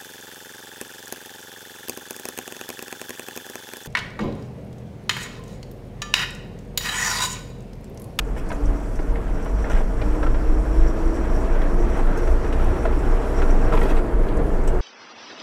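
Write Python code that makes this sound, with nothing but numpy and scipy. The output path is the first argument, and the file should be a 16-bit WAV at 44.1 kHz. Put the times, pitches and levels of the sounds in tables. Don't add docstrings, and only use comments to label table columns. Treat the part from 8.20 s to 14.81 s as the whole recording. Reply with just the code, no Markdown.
import sys
import numpy as np
from scipy import signal
from scipy.fft import next_fast_len
from scipy.io import wavfile
from scipy.ndimage import uniform_filter1d

SR = 44100
rng = np.random.default_rng(int(sys.argv[2]) if len(sys.argv) > 2 else 0)


def persist_wave(psi):
    counts = np.round(np.clip(psi, -1, 1) * 32767).astype(np.int16)
    wavfile.write(sys.argv[1], SR, np.atleast_2d(counts).T)


def nominal_scale(level):
    x = np.asarray(level, float) / 20
    return 10 ** x


N = 291501

# (time [s], gear tooth rate [Hz], firing tone level [dB], gear whine level [dB])
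DRIVELINE = [(0.0, 278, -21.5, -58), (0.25, 284, -31, -62), (0.42, 290.8, -19, -31),
             (0.76, 287.3, -31, -48), (1.13, 287.9, -27, -37.5), (1.7, 295, -19.5, -50),
             (1.87, 305, -22, -32.5), (2.12, 305, -22.5, -34), (2.3, 308, -23.5, -31.5),
             (2.45, 315, -23, -33.5), (2.64, 330, -20.5, -29.5), (2.82, 325, -24.5, -31),
             (2.95, 332, -24, -32), (3.1, 341, -26.5, -36), (3.17, 338, -23, -44), (3.3, 338, -26, -34),
             (3.48, 344, -51, -46), (3.6, 349, -37, -29), (3.8, 351, -32.5, -36.5),
             (4.1, 354.7, -29.5, -42), (4.4, 360.2, -23, -35.5), (4.9, 373.3, -22.5, -36.5),
             (5.1, 384, -28.5, -39), (5.25, 378, -26, -39), (5.5, 395, -38, -43), (5.65, 400, -35, -25.5),
             (5.75, 356, -31, -40), (6.0, 368, -31, -34), (6.1, 390, -37, -35), (6.2, 400, -33, -30.5),
             (6.33, 395, -28.5, -51), (6.43, 360, -31, -43), (6.55, 360, -31, -32)]
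# (time [s], firing pitch over its geared value [ratio])
ENGINE_LUG = [(0.0, .92), (0.3, .97), (0.5, 1.02), (0.8, .96), (1.15, .96), (1.38, 1.09), (1.7, .96),
              (2.0, 1.03), (2.3, 1.0), (2.65, .99), (3.1, 1.0), (3.4, 1.05), (3.7, 1.08), (4.1, 1.0),
              (4.35, 1.05), (4.7, 1.0), (5.3, 1.03), (6.3, 1.04)]
# (time [s], change [dB])
FIRING_SURGES = [(0.24, -5), (0.44, 0), (0.79, -5), (0.88, 8), (0.96, -4), (1.12, 8), (1.19, -8),
                 (1.4, 2.5), (1.54, -3), (1.62, -11), (1.76, -11), (2.11, 6), (2.2, -6), (2.32, 2.5),
                 (2.43, 1.5), (2.63, 2.5), (2.77, -14), (2.87, 7), (2.93, -7.5), (3.02, 3), (3.55, -8),
                 (3.7, 10), (3.9, -12), (4.13, 9.5), (4.2, -9), (4.4, 4), (4.58, -3), (4.72, 0.5),
                 (4.94, -11), (5.18, 3), (5.42, -10), (5.53, 4), (5.77, -1), (6.02, 8), (6.23, 6),
                 (6.38, -4), (6.53, 6)]
# (multiple of firing rate [ratio], level [dB])
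ENGINE_ORDERS = [(.5, -17), (1.5, -19), (2, -25), (3, -22.5)]
TEETH_PER_FIRING, SURGE_S = 6.3, 0.061

# (time [s], swing level [dB], held for [s])
CAB_JOLTS = [(0.25, -25.5, 0.0092), (0.481, -16.5, 0), (0.79, -16, 0.0016), (1.1, -21, 0), (1.55, -18, 0.1),
             (1.93, -17.5, 0.021), (2.1, -12.5, 0), (2.28, -13, 0.038), (2.62, -11.5, 0), (2.76, -17.5, 0),
             (2.84, -18.5, 0.053), (3.12, -16.5, 0.12), (3.33, -14.5, 0.28), (3.6, -12.5, 0.0093),
             (3.81, -11.5, 0.058), (4.07, -13, 0.074), (4.3, -16.5, 0.12), (4.449, -13.5, 0.032),
             (4.7, -15, 0), (4.92, -13.5, 0.034), (5.1, -25, 0.037), (5.2, -12.5, 0.25),
             (5.56, -11.5, 0.052), (5.75, -12, 0.013), (6.0, -13, 0), (6.15, -17, 0.00087),
             (6.35, -16.5, .26)]
# (time [s], swing pitch [Hz])
MOUNT_PITCH = [(0.0, 23.7), (0.11, 25.1), (0.22, 22.3), (0.37, 22.3), (0.48, 24.72), (1.12, 25.26),
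               (1.25, 23.52), (1.67, 23.4), (1.77, 24.9), (2.83, 25.06), (3.09, 26.54), (3.48, 24.66),
               (5.12, 27.15), (5.21, 24.88), (5.89, 24.9), (6.04, 22.27), (6.41, 23.65), (6.61, 23.4)]
SWING_RISE_DB_PER_S, SWING_FALL_DB_PER_S = 151, 158

# (time [s], shake level [dB])
TRACK_SHAKE = [(0.0, -10), (0.2, -8), (0.5, -4), (0.74, -8), (1.2, -5), (1.56, -3.5), (1.76, -5.5),
               (1.9, -0.5), (2.2, -3), (3.1, 0.5), (3.4, 1), (4.35, 1), (4.53, 2), (4.66, 1), (5.3, 3),
               (5.62, 5), (5.82, 1.5), (6.61, 2)]
# (time [s], extra rumble [dB])
TYRE_RUTS = [(0.0, -1.5), (0.5, 3), (0.9, 4.5), (1.56, 8), (1.87, 4.5), (3.138, 2), (4.4, 2.5), (4.9, 6.5),
             (5.6, 1.5), (5.96, 5.5), (6.2, 8.5), (6.61, -0.5)]
# (frequency [Hz], level [dB per Hz])
ROAR_SPECTRUM = [(110, -23), (190, -7), (285, -0.5), (357, -1), (463, -3.5), (555, -8), (648, -7),
                 (893, -13), (1500, -19.5), (1950, -24), (3300, -120)]
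# (frequency [Hz], level [dB per Hz])
RUMBLE_SPECTRUM = [(8.2, -37), (14, -5.5), (43, 0), (61, -14), (97, -16.5), (150, -18.5), (260, -19.5),
                   (340, -61), (570, -120)]
# (frequency [Hz], width [Hz], level [dB])
PANEL_RINGS = [(111.3, 17, 0.5), (166, 12, -9), (286, 24, 2), (459, 28, 4.5), (634, 33, 0), (964, 103, -6),
               (1317, 100, -18.5)]
RUT_S = 0.049
ROAR_DB, RATTLE_DB, TYRE_DB = -30, -40, -34
ROAR_FOLLOWS, RATTLE_FOLLOWS, TYRE_FOLLOWS = 0.83, 0.8, 0.12
TYRE_LUMPS_DB = 1.43

# (frequency [Hz], level [dB per Hz])
BUZZ_SPECTRUM = [(410, -36), (700, -1), (896, -7), (981, 0.5), (1190, -4.5), (1370, -4), (3510, -25),
                 (5000, -45), (6500, -53), (11000, -120)]
# (frequency [Hz], level [dB per Hz])
HISS_SPECTRUM = [(2120, -26), (3600, -20), (4940, 2.5), (5660, 0), (7750, 0), (10900, -3.5), (15100, -15),
                 (15800, -20)]
SETTLES_S, SETTLED_DB = 5.8, -3.5

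# (frequency [Hz], width [Hz], level [dB])
METAL_RINGS = [(5650, 510, 3), (7430, 1300, -2.5), (11000, 560, -13)]
# (start [s], end [s], sizzle level [dB])
CHATTER_SPELLS = [
    (0.46, 0.86, -61),
    (1.153, 1.62, -56.5),
    (1.663, 2.599, -56),
    (2.586, 3.296, -56),
    (3.3, 5.1, -57),
    (5.1, 5.62, -54.5),
]
# (time [s], swell [dB])
CHATTER_BURSTS = [(1.2, -2), (1.41, 2), (1.445, 1), (1.65, -5), (1.75, -7), (2.05, 5), (2.3, -1), (2.5, -3),
                  (2.68, 6), (2.78, 2), (2.87, 2), (2.95, 7), (3.05, -2), (3.1, 5.5), (3.17, 4.5),
                  (3.25, -7), (3.32, 2), (3.42, 3), (3.52, 3), (3.6, 3), (3.68, 0), (3.76, 4), (3.86, -5),
                  (4.03, 1), (4.2, -5), (4.27, 3), (4.43, 5.5), (4.53, 3), (4.61, 2), (4.68, -1), (4.74, 1),
                  (4.82, -2), (4.88, 3), (4.98, -3), (5.08, 0), (5.13, -2), (5.19, 5), (5.27, 2),
                  (5.37, -3), (5.44, 4.5), (5.5, -2)]
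# (time [s], change of pitch [Hz])
SEAT_SHIFT = [(1.1, 50), (1.48, 100), (1.52, 350.5), (1.62, 0), (2.6, -49), (2.95, 50), (3.3, 30),
              (3.5, -50.5), (3.62, 120), (4.1, 61), (4.6, 29.5), (4.9, -150), (5.2, 0.5), (5.6, -120)]
SPELL_EASE_S, RESTING_DB, BURST_S = 0.088, -87, 0.026

# (time [s], peak level [dB], main ring [Hz], crack level [dB])
HEAVY_KNOCKS = [(0.164, -33, 870, -22), (0.3158, -23.5, 1500, -20), (0.7906, -27.5, 976, -27),
                (1.26, -28.5, 1080, -24), (1.4435, -25.5, 1750, -21), (1.8153, -26.5, 1374, -10.5),
                (2.441, -38, 1360, -23), (3.4165, -27.5, 1900, -14), (4.0742, -24, 1371, -34),
                (4.3265, -30, 2560, -11), (4.6541, -15, 1300, -57), (5.5239, -17.5, 1347, -38),
                (5.532, -20, 450, -43), (5.5498, -31, 1616, -10), (5.72, -25.5, 600, -40),
                (5.6146, -22, 1910, -22), (5.655, -24, 854, -40), (5.7055, -32.5, 3670, -6),
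                (5.712, -25, 950, -35), (5.7675, -36, 1160, -2), (6.19, -21, 516, -60)]
# (time [s], peak level [dB], main ring [Hz], crack level [dB])
LIGHT_KNOCKS = [(0.3027, -29, 2400, -14), (0.9567, -27, 2120, -25), (1.5, -23.5, 1440, -31),
                (1.5183, -35, 2100, -30), (1.5638, -25, 1610, -28), (1.6054, -23, 810, -50),
                (2.0287, -22, 1335, -18), (5.222, -34, 4500, -8), (4.657, -28, 470, -20),
                (4.076, -38, 4300, -10), (2.0657, -19, 1350, -36), (2.1444, -29.5, 940, -12),
                (2.8669, -31, 1080, -34), (3.793, -23, 950, -31), (4.3981, -25, 1320, -39),
                (4.7269, -26, 1040, -20), (5.1862, -22, 1360, -32), (5.219, -23, 1400, -19),
                (5.571, -30, 2580, -8), (5.576, -20.5, 1200, -23), (6.0855, -40, 3500, 0),
                (6.476, -39, 2830, -7),
                (1.4657, -27, 890, -32), (1.817, -33, 2600, -20), (1.947, -36, 1490, -12),
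              (1.532, -28, 1800, -27), (1.55, -28, 2000, -28), (1.575, -27, 2220, -23),
              (2.5211, -40, 2100, -17), (2.6287, -39, 2101, -17), (2.9699, -34, 1855, -18),
              (3.0449, -35, 1850, -20), (3.127, -35, 2100, -23), (3.3936, -37, 1890, -18),
              (3.7009, -40, 2100, -15), (3.871, -30, 1798, -22), (3.9718, -40, 2130, -12),
              (4.2445, -33, 2108, -14), (5.537, -22, 1004, -27), (5.596, -37, 1850, -18),
              (5.633, -26.5, 3300, -12), (5.658, -32, 4500, -10), (5.695, -28, 3700, -10),
              (5.7503, -40, 2100, -14), (5.78, -36, 3000, -9)]
# (frequency [Hz], level [dB], time to fall by 60 dB [s])
TRIM_MODES = [(340, -5, .03), (468, -1, .04), (640, -2, .028), (820, -3, .022), (1040, -1, .026),
              (1365, 0, .03), (1600, -3, .024), (1850, -3, .024), (2150, -5, .026), (2500, -5, .026),
              (2850, -8, .02), (3300, -9, .02), (3800, -12, .016), (4500, -12, .016), (5200, -18, .01)]
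HEAVY_THUD_DB, LIGHT_THUD_DB = 6, -0.5

# (time [s], peak level [dB], main ring [Hz], top level [dB])
METAL_CLINKS = [(0.0478, -50, 7300, -6), (0.2892, -34, 6450, -27), (0.3245, -38, 6800, -12),
                (0.4555, -38.5, 5530, -24), (0.5994, -46, 7680, -18), (0.7562, -40, 6040, -21),
                (1.2236, -43, 5714, -15), (1.498, -37.5, 5900, -17), (1.511, -40, 6200, -20),
                (1.567, -46, 5900, -20), (1.575, -48, 7900, -20), (1.58, -46, 5650, -19),
                (1.8552, -46, 8300, -14), (0.825, -48, 5980, -18), (2.6304, -48, 5550, -20),
                (3.6994, -45, 5918, 9), (3.772, -39, 9560, -9), (3.9732, -35.5, 6834, -3),
                (4.0787, -45, 5980, -15), (4.247, -45, 5580, -18), (4.3262, -37.5, 5482, -18),
                (4.7894, -43, 7953, -10), (5.165, -42, 5707, -22), (5.2394, -46, 5600, -14),
                (5.3042, -39, 5740, -3), (5.5292, -45, 5535, -11), (5.5494, -48, 9550, -4),
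                (5.6094, -44, 10500, -4), (5.629, -36, 11500, 0), (5.6071, -41, 13000, 0),
                (5.5966, -46, 12000, 0), (5.7096, -44, 5475, -15), (5.7765, -45, 7900, -3),
                (6.1697, -39.5, 8050, -11), (6.4751, -31, 7920, -14), (6.478, -37.5, 6180, -20),
                (0.184, -45, 9500, -8), (0.3162, -45, 9500, -8), (0.345, -47, 6800, -15),
                (1.2451, -42, 9500, -8), (2.4543, -50, 10500, -8), (2.4882, -49, 10500, -8),
                (2.7347, -48, 10490, -8), (3.1462, -48, 9500, -8), (3.7938, -48, 10460, -8),
                (4.4428, -39, 11600, -9), (5.695, -40, 5745, -6), (6.437, -46, 7900, -20)]
# (frequency [Hz], level [dB], time to fall by 60 dB [s])
FITTING_MODES = [(4600, -12, .005), (5650, -2, .012), (6200, -1, .01), (6800, -3, .007), (7400, -3, .007),
                 (7940, -2, .01), (8600, -4, .006), (9500, -5, .005), (10500, -6, .005), (11600, -7, .004),
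                 (13000, -8, .003), (14500, -9, .003)]

# (start [s], end [s], trim level [dB], metal level [dB], bright grit level [dB])
LOAD_SLIDES = [
    (1.495, 1.638, -33.5, -49, -62),
    (5.52, 5.8, -38, -62, -47.5),
    (0.16, 0.23, -48, -62, -60),
]
# (time [s], peak level [dB], pitch [Hz])
FLOOR_THUMPS = [
    (0.45, -36, 105),
    (0.7, -28.5, 95),
    (1.8, -27, 112),
    (2.1, -29, 112),
    (4.5, -26, 95),
    (5.62, -30, 108),
    (6.2, -25, 38),
    (1.9, -20, 38),
    (0.8, -25, 30),
]
THUMP_S = 0.033
SQUEAK_FROM_S, SQUEAK_HZ, SQUEAK_DB = 6.05, 2830, -64
OVERLOAD_S, OVERLOAD_LASTS_S, OVERLOAD_DB = 5.5875, .0022, -11


def rms_one(x):
    return x / np.sqrt(np.mean(x ** 2) + 1e-20)


def in_time(rows):
    s, *columns = np.transpose(rows)
    return [np.interp(np.arange(N) / SR, s, c) for c in columns]


def swells_db(rows, width_s):
    t = np.arange(N) / SR
    return sum(db * np.exp(-((t - s) / width_s) ** 2) for s, db in rows)


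def drift(rate):
    r = np.exp(-80 * np.pi * rate / SR)
    slow = signal.lfilter([1], [1, -2 * r, r * r], rng.standard_normal(N // 40 + 2002))[2000:]
    return np.interp(np.arange(N) / 40, np.arange(len(slow)), rms_one(slow))


def bandpass(x, order, low_hz, high_hz):
    return signal.sosfilt(signal.butter(order, [low_hz, high_hz], "band", fs=SR, output="sos"), x)


def lowpass(x, order, hz):
    return signal.sosfilt(signal.butter(order, hz, fs=SR, output="sos"), x)


def resonance(x, hz, width_hz):
    r = np.exp(-np.pi * width_hz / SR)
    w = 2 * np.pi * hz / SR
    return signal.lfilter(np.array([1, 0, -1]) * (1 - r * r) / 2, [1, -2 * r * np.cos(w), r * r], x)


def double_resonance(x, hz, width_hz):
    return resonance(resonance(x, hz, width_hz), hz, width_hz)


def ring(push, hz, t60):
    r, w = nominal_scale(-60 / (t60 * SR)), 2 * np.pi * hz / SR
    return signal.lfilter([0, np.sin(w)], [1, -2 * r * np.cos(w), r * r], push)


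def near(hz, centre_hz, octaves):
    return np.exp(-(np.log2(hz / centre_hz) / octaves) ** 2)


def tone(hz, level_db, wobble):
    phase = 2 * np.pi * np.cumsum(hz * (1 + wobble * drift(5.44))) / SR
    return np.sqrt(2) * nominal_scale(level_db) * np.sin(phase)


def banded_noise(spectrum, patchy_db, shared_db):
    hz, level_db = np.transpose(spectrum)
    octaves = np.log2(min(hz[-1], .35 * SR) / hz[0])
    edges = hz[0] * 2 ** np.arange(0, octaves + 1 / 3, 1 / 3)
    white, together, out = rng.standard_normal((2, N + SR)), drift(6.1), 0
    for k, (low, high) in enumerate(zip(edges, edges[1:])):
        band = bandpass(white[k % 2], 2, low, high)[SR:]
        band_db = np.interp(np.log(low * high) / 2, np.log(hz), level_db)
        out = out + band * nominal_scale(band_db + patchy_db * drift(18.0) + shared_db * together)
    return rms_one(out)


def grains(per_s, spread_db):
    sizes = nominal_scale(spread_db * np.minimum(rng.exponential(1, N), 5)) * rng.choice([-1, 1], N)
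    touches = rng.random(N) < per_s * nominal_scale(6.0 * drift(14.0)) / SR
    return rms_one(sizes * touches) + 1e-18


def engine():
    whine_hz, tone_db, whine_db = in_time(DRIVELINE)
    firing_hz = whine_hz / TEETH_PER_FIRING * in_time(ENGINE_LUG)[0]
    orders = sum(tone(k * firing_hz, tone_db + level_db + 0.87 * drift(0.5), wobble=0.019)
                 for k, level_db in ENGINE_ORDERS)
    firing_db = tone_db - 1 + swells_db(FIRING_SURGES, SURGE_S) + 2.5 * drift(9.0)
    firing = tone(firing_hz, firing_db, wobble=.03)
    waver_db = np.interp(whine_hz, [330, 345], [1.2, 3.5]) * drift(14.0)
    whine_wobble = np.interp(whine_hz, [330, 351, 362], [.003, .006, .025])
    return firing + orders + tone(whine_hz, whine_db + waver_db, wobble=whine_wobble)


def cab_boom():
    t = np.arange(N) / SR
    level_db = np.full(N, -45.)
    for s, db, held_s in CAB_JOLTS:
        rise_db = SWING_RISE_DB_PER_S * np.maximum(s - t, 0)
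        fall_db = SWING_FALL_DB_PER_S * np.maximum(t - s - held_s, 0)
        level_db = np.maximum(level_db, db - rise_db - fall_db)
    road_jolts = rms_one(double_resonance(rng.standard_normal(N + SR), 21.0, 17.5)[SR:])
    blur_db = uniform_filter1d(level_db, SR // 5) - 9
    return tone(in_time(MOUNT_PITCH)[0], level_db - 0.3, wobble=0.015) + nominal_scale(blur_db) * road_jolts


def panels(roar_db, rumble_db):
    firings = np.cumsum(in_time(DRIVELINE)[0] / TEETH_PER_FIRING) / SR
    fired = np.diff(np.floor(firings), prepend=0)
    drive = rms_one(fired * nominal_scale(rng.normal(0, 12.7, N))) * 0.29 + rng.standard_normal(N)
    rings = sum((-1) ** k * nominal_scale(level_db) * rms_one(resonance(drive, hz, width))
                for k, (hz, width, level_db) in enumerate(PANEL_RINGS))
    roar = nominal_scale(-1.0) * banded_noise(ROAR_SPECTRUM, patchy_db=-0.74, shared_db=-0.46)
    roar = roar + nominal_scale(-2.0) * rms_one(rings)
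    rumble = banded_noise(RUMBLE_SPECTRUM, patchy_db=0.4, shared_db=-0.5)
    return nominal_scale(roar_db) * roar + nominal_scale(rumble_db + 9.0) * rumble


def rattle(rattle_db):
    ticks = bandpass(grains(430.0, spread_db=3.5), 2, 900, 3200)
    buzz = nominal_scale(1.0) * banded_noise(BUZZ_SPECTRUM, patchy_db=1.76, shared_db=-1.15)
    buzz = buzz + nominal_scale(-19.0) * rms_one(ticks)
    hiss_db = -56.5 + 0.54 * (rattle_db + 40.5)
    hiss = banded_noise(HISS_SPECTRUM, patchy_db=1.95, shared_db=1.0)
    return nominal_scale(rattle_db) * buzz + nominal_scale(hiss_db) * hiss


def chatter_db():
    t, ease = np.arange(N) / SR, SPELL_EASE_S
    power = sum(nominal_scale(2 * db) * np.interp(t, [a - ease, a + ease, b - ease, b + ease], [0, 1, 1, 0])
                for a, b, db in CHATTER_SPELLS)
    return 10 * np.log10(power + nominal_scale(2 * RESTING_DB))


def sizzle(sizzle_db):
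    drive = .6 * rng.standard_normal(N) + .8 * grains(1500.0, spread_db=2.5)
    rings = sum(nominal_scale(level_db) * rms_one(double_resonance(drive, hz, width))
                for hz, width, level_db in METAL_RINGS)
    turning = np.exp(2j * np.pi * np.cumsum(in_time(SEAT_SHIFT)[0]) / SR)
    slid = np.real(signal.hilbert(rings, next_fast_len(N))[:N] * turning)
    return nominal_scale(sizzle_db - 5.5 + 1.36 * swells_db(CHATTER_BURSTS, BURST_S)) * slid


def blows(events, modes, colour, scatter_db, lead_s, rise_s, struck_db, struck_cycles):
    out, t = np.zeros(N + SR), np.arange(SR // 8) / SR
    rise = np.minimum(t / rise_s, 1)
    chance = rng.standard_normal((len(events), len(t) + 2 * len(modes)))
    for (s, peak_db, main_hz, *character), draw in zip(events, chance):
        push = draw[:len(t)] * (np.exp(-t / .012) + .45 * np.exp(-t / .003)) * rise
        push = push / np.sqrt(np.sum(push ** 2))
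        start = round((s - lead_s) * SR)
        spot = rise * nominal_scale(-60 * t * main_hz / struck_cycles) * np.sin(2 * np.pi * main_hz * t)
        out[start:start + len(t)] += nominal_scale(peak_db + struck_db) * spot
        for (hz, level_db, t60), (own, detune) in zip(modes, draw[len(t):].reshape(-1, 2)):
            gain = nominal_scale(peak_db + level_db + colour(hz, main_hz, *character) + scatter_db * own)
            late = start + round(.006 * SR) * (hz < 600)
            out[late:late + len(t)] += gain * ring(push, hz * (1 + .025 * detune), .9 * t60)
    return out[:N]


def knock_colour(hz, main_hz, thud_db, crack_db):
    favoured = 6 * near(hz, main_hz, .35) - 4
    return favoured + (thud_db + 1.0) * (hz < 700) + (crack_db + 11.5) * near(hz, 3400, 1.0)


def trim_knocks():
    kinds = [(HEAVY_KNOCKS, HEAVY_THUD_DB), (LIGHT_KNOCKS, LIGHT_THUD_DB)]
    events = [(s, db, hz, thud_db, crack_db) for table, thud_db in kinds for s, db, hz, crack_db in table]
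    knocks = blows(events, TRIM_MODES, knock_colour, scatter_db=1.8, lead_s=.0018, rise_s=.003,
                   struck_db=-2, struck_cycles=50)
    return lowpass(knocks, 4, 4600)


def clink_colour(hz, main_hz, top_db):
    favoured = 10 * near(hz, main_hz, .14) - 3
    return favoured + np.minimum(top_db + 9, 5) * np.clip(hz / 4000 - 2, 0, 1.2)


def fitting_clinks():
    clinks = blows(METAL_CLINKS, FITTING_MODES, clink_colour, scatter_db=2.5, lead_s=.002, rise_s=.004,
                   struck_db=-8, struck_cycles=120)
    return bandpass(clinks, 3, 5400, 14500)


def slides():
    t = np.arange(N) / SR
    grit = grains(900.0, spread_db=3) + .5 * rng.standard_normal(N)
    trim = sum(nominal_scale(level_db) * ring(grit, hz, 0.52 * t60) for hz, level_db, t60 in TRIM_MODES[4:-3])
    trim = rms_one(lowpass(trim, 4, 3400))
    metal = rms_one(sum(nominal_scale(level_db) * double_resonance(grit, hz, 2 * width)
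                        for hz, width, level_db in METAL_RINGS))
    scratch = rms_one(bandpass(grit, 2, 3500, 13000))
    out = np.zeros(N)
    for start, end, trim_db, metal_db, grit_db in LOAD_SLIDES:
        drag = np.interp(t, [start, start + 0.013, end - .03, end], [0.05, 0.69, 0.32, 0.016])
        out += drag * (nominal_scale(trim_db) * trim + nominal_scale(metal_db) * metal + nominal_scale(grit_db) * scratch)
    return out


def thumps():
    t = np.arange(N) / SR
    return sum(nominal_scale(db) * np.exp(-((t - s) / THUMP_S) ** 2) * np.sin(2 * np.pi * hz * t)
               for s, db, hz in FLOOR_THUMPS)


def squeak():
    start = np.clip((np.arange(N) / SR - SQUEAK_FROM_S) / .05, 0, 1)
    return start * tone(SQUEAK_HZ, SQUEAK_DB + 3.0 * drift(16.0), wobble=0.0094)


def scene():
    shake_db, = in_time(TRACK_SHAKE)
    roar_db = ROAR_DB + ROAR_FOLLOWS * shake_db
    rattle_db = RATTLE_DB + RATTLE_FOLLOWS * shake_db + SETTLED_DB * (np.arange(N) > SETTLES_S * SR)
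    rumble_db = TYRE_DB + TYRE_FOLLOWS * shake_db + TYRE_LUMPS_DB * drift(3.5) + swells_db(TYRE_RUTS, RUT_S)
    steady = engine() + cab_boom() + panels(roar_db, rumble_db) + rattle(rattle_db) + sizzle(chatter_db())
    struck = nominal_scale(0.53) * trim_knocks() + nominal_scale(-2.0) * fitting_clinks()
    return (steady + struck + slides() + thumps() + squeak())[None]


def roll_off(x):
    return signal.sosfilt(signal.butter(12, 15730, fs=SR, output="sos"), x)


def record(dry):
    ease = np.minimum((N - np.arange(N)) / (.004 * SR), 1)
    lows = signal.sosfiltfilt(signal.butter(2, 500, fs=SR, output="sos"), dry)
    choked = lows + (dry - lows) * nominal_scale(swells_db([(OVERLOAD_S, OVERLOAD_DB)], OVERLOAD_LASTS_S))
    rounded = 1.6 * np.tanh(choked / 1.7)
    rounded = signal.sosfilt(signal.cheby2(12, 40, 16700, fs=SR, output="sos"), rounded)
    return roll_off(rounded * ease)


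dry = scene()
out = record(dry)
persist_wave(out)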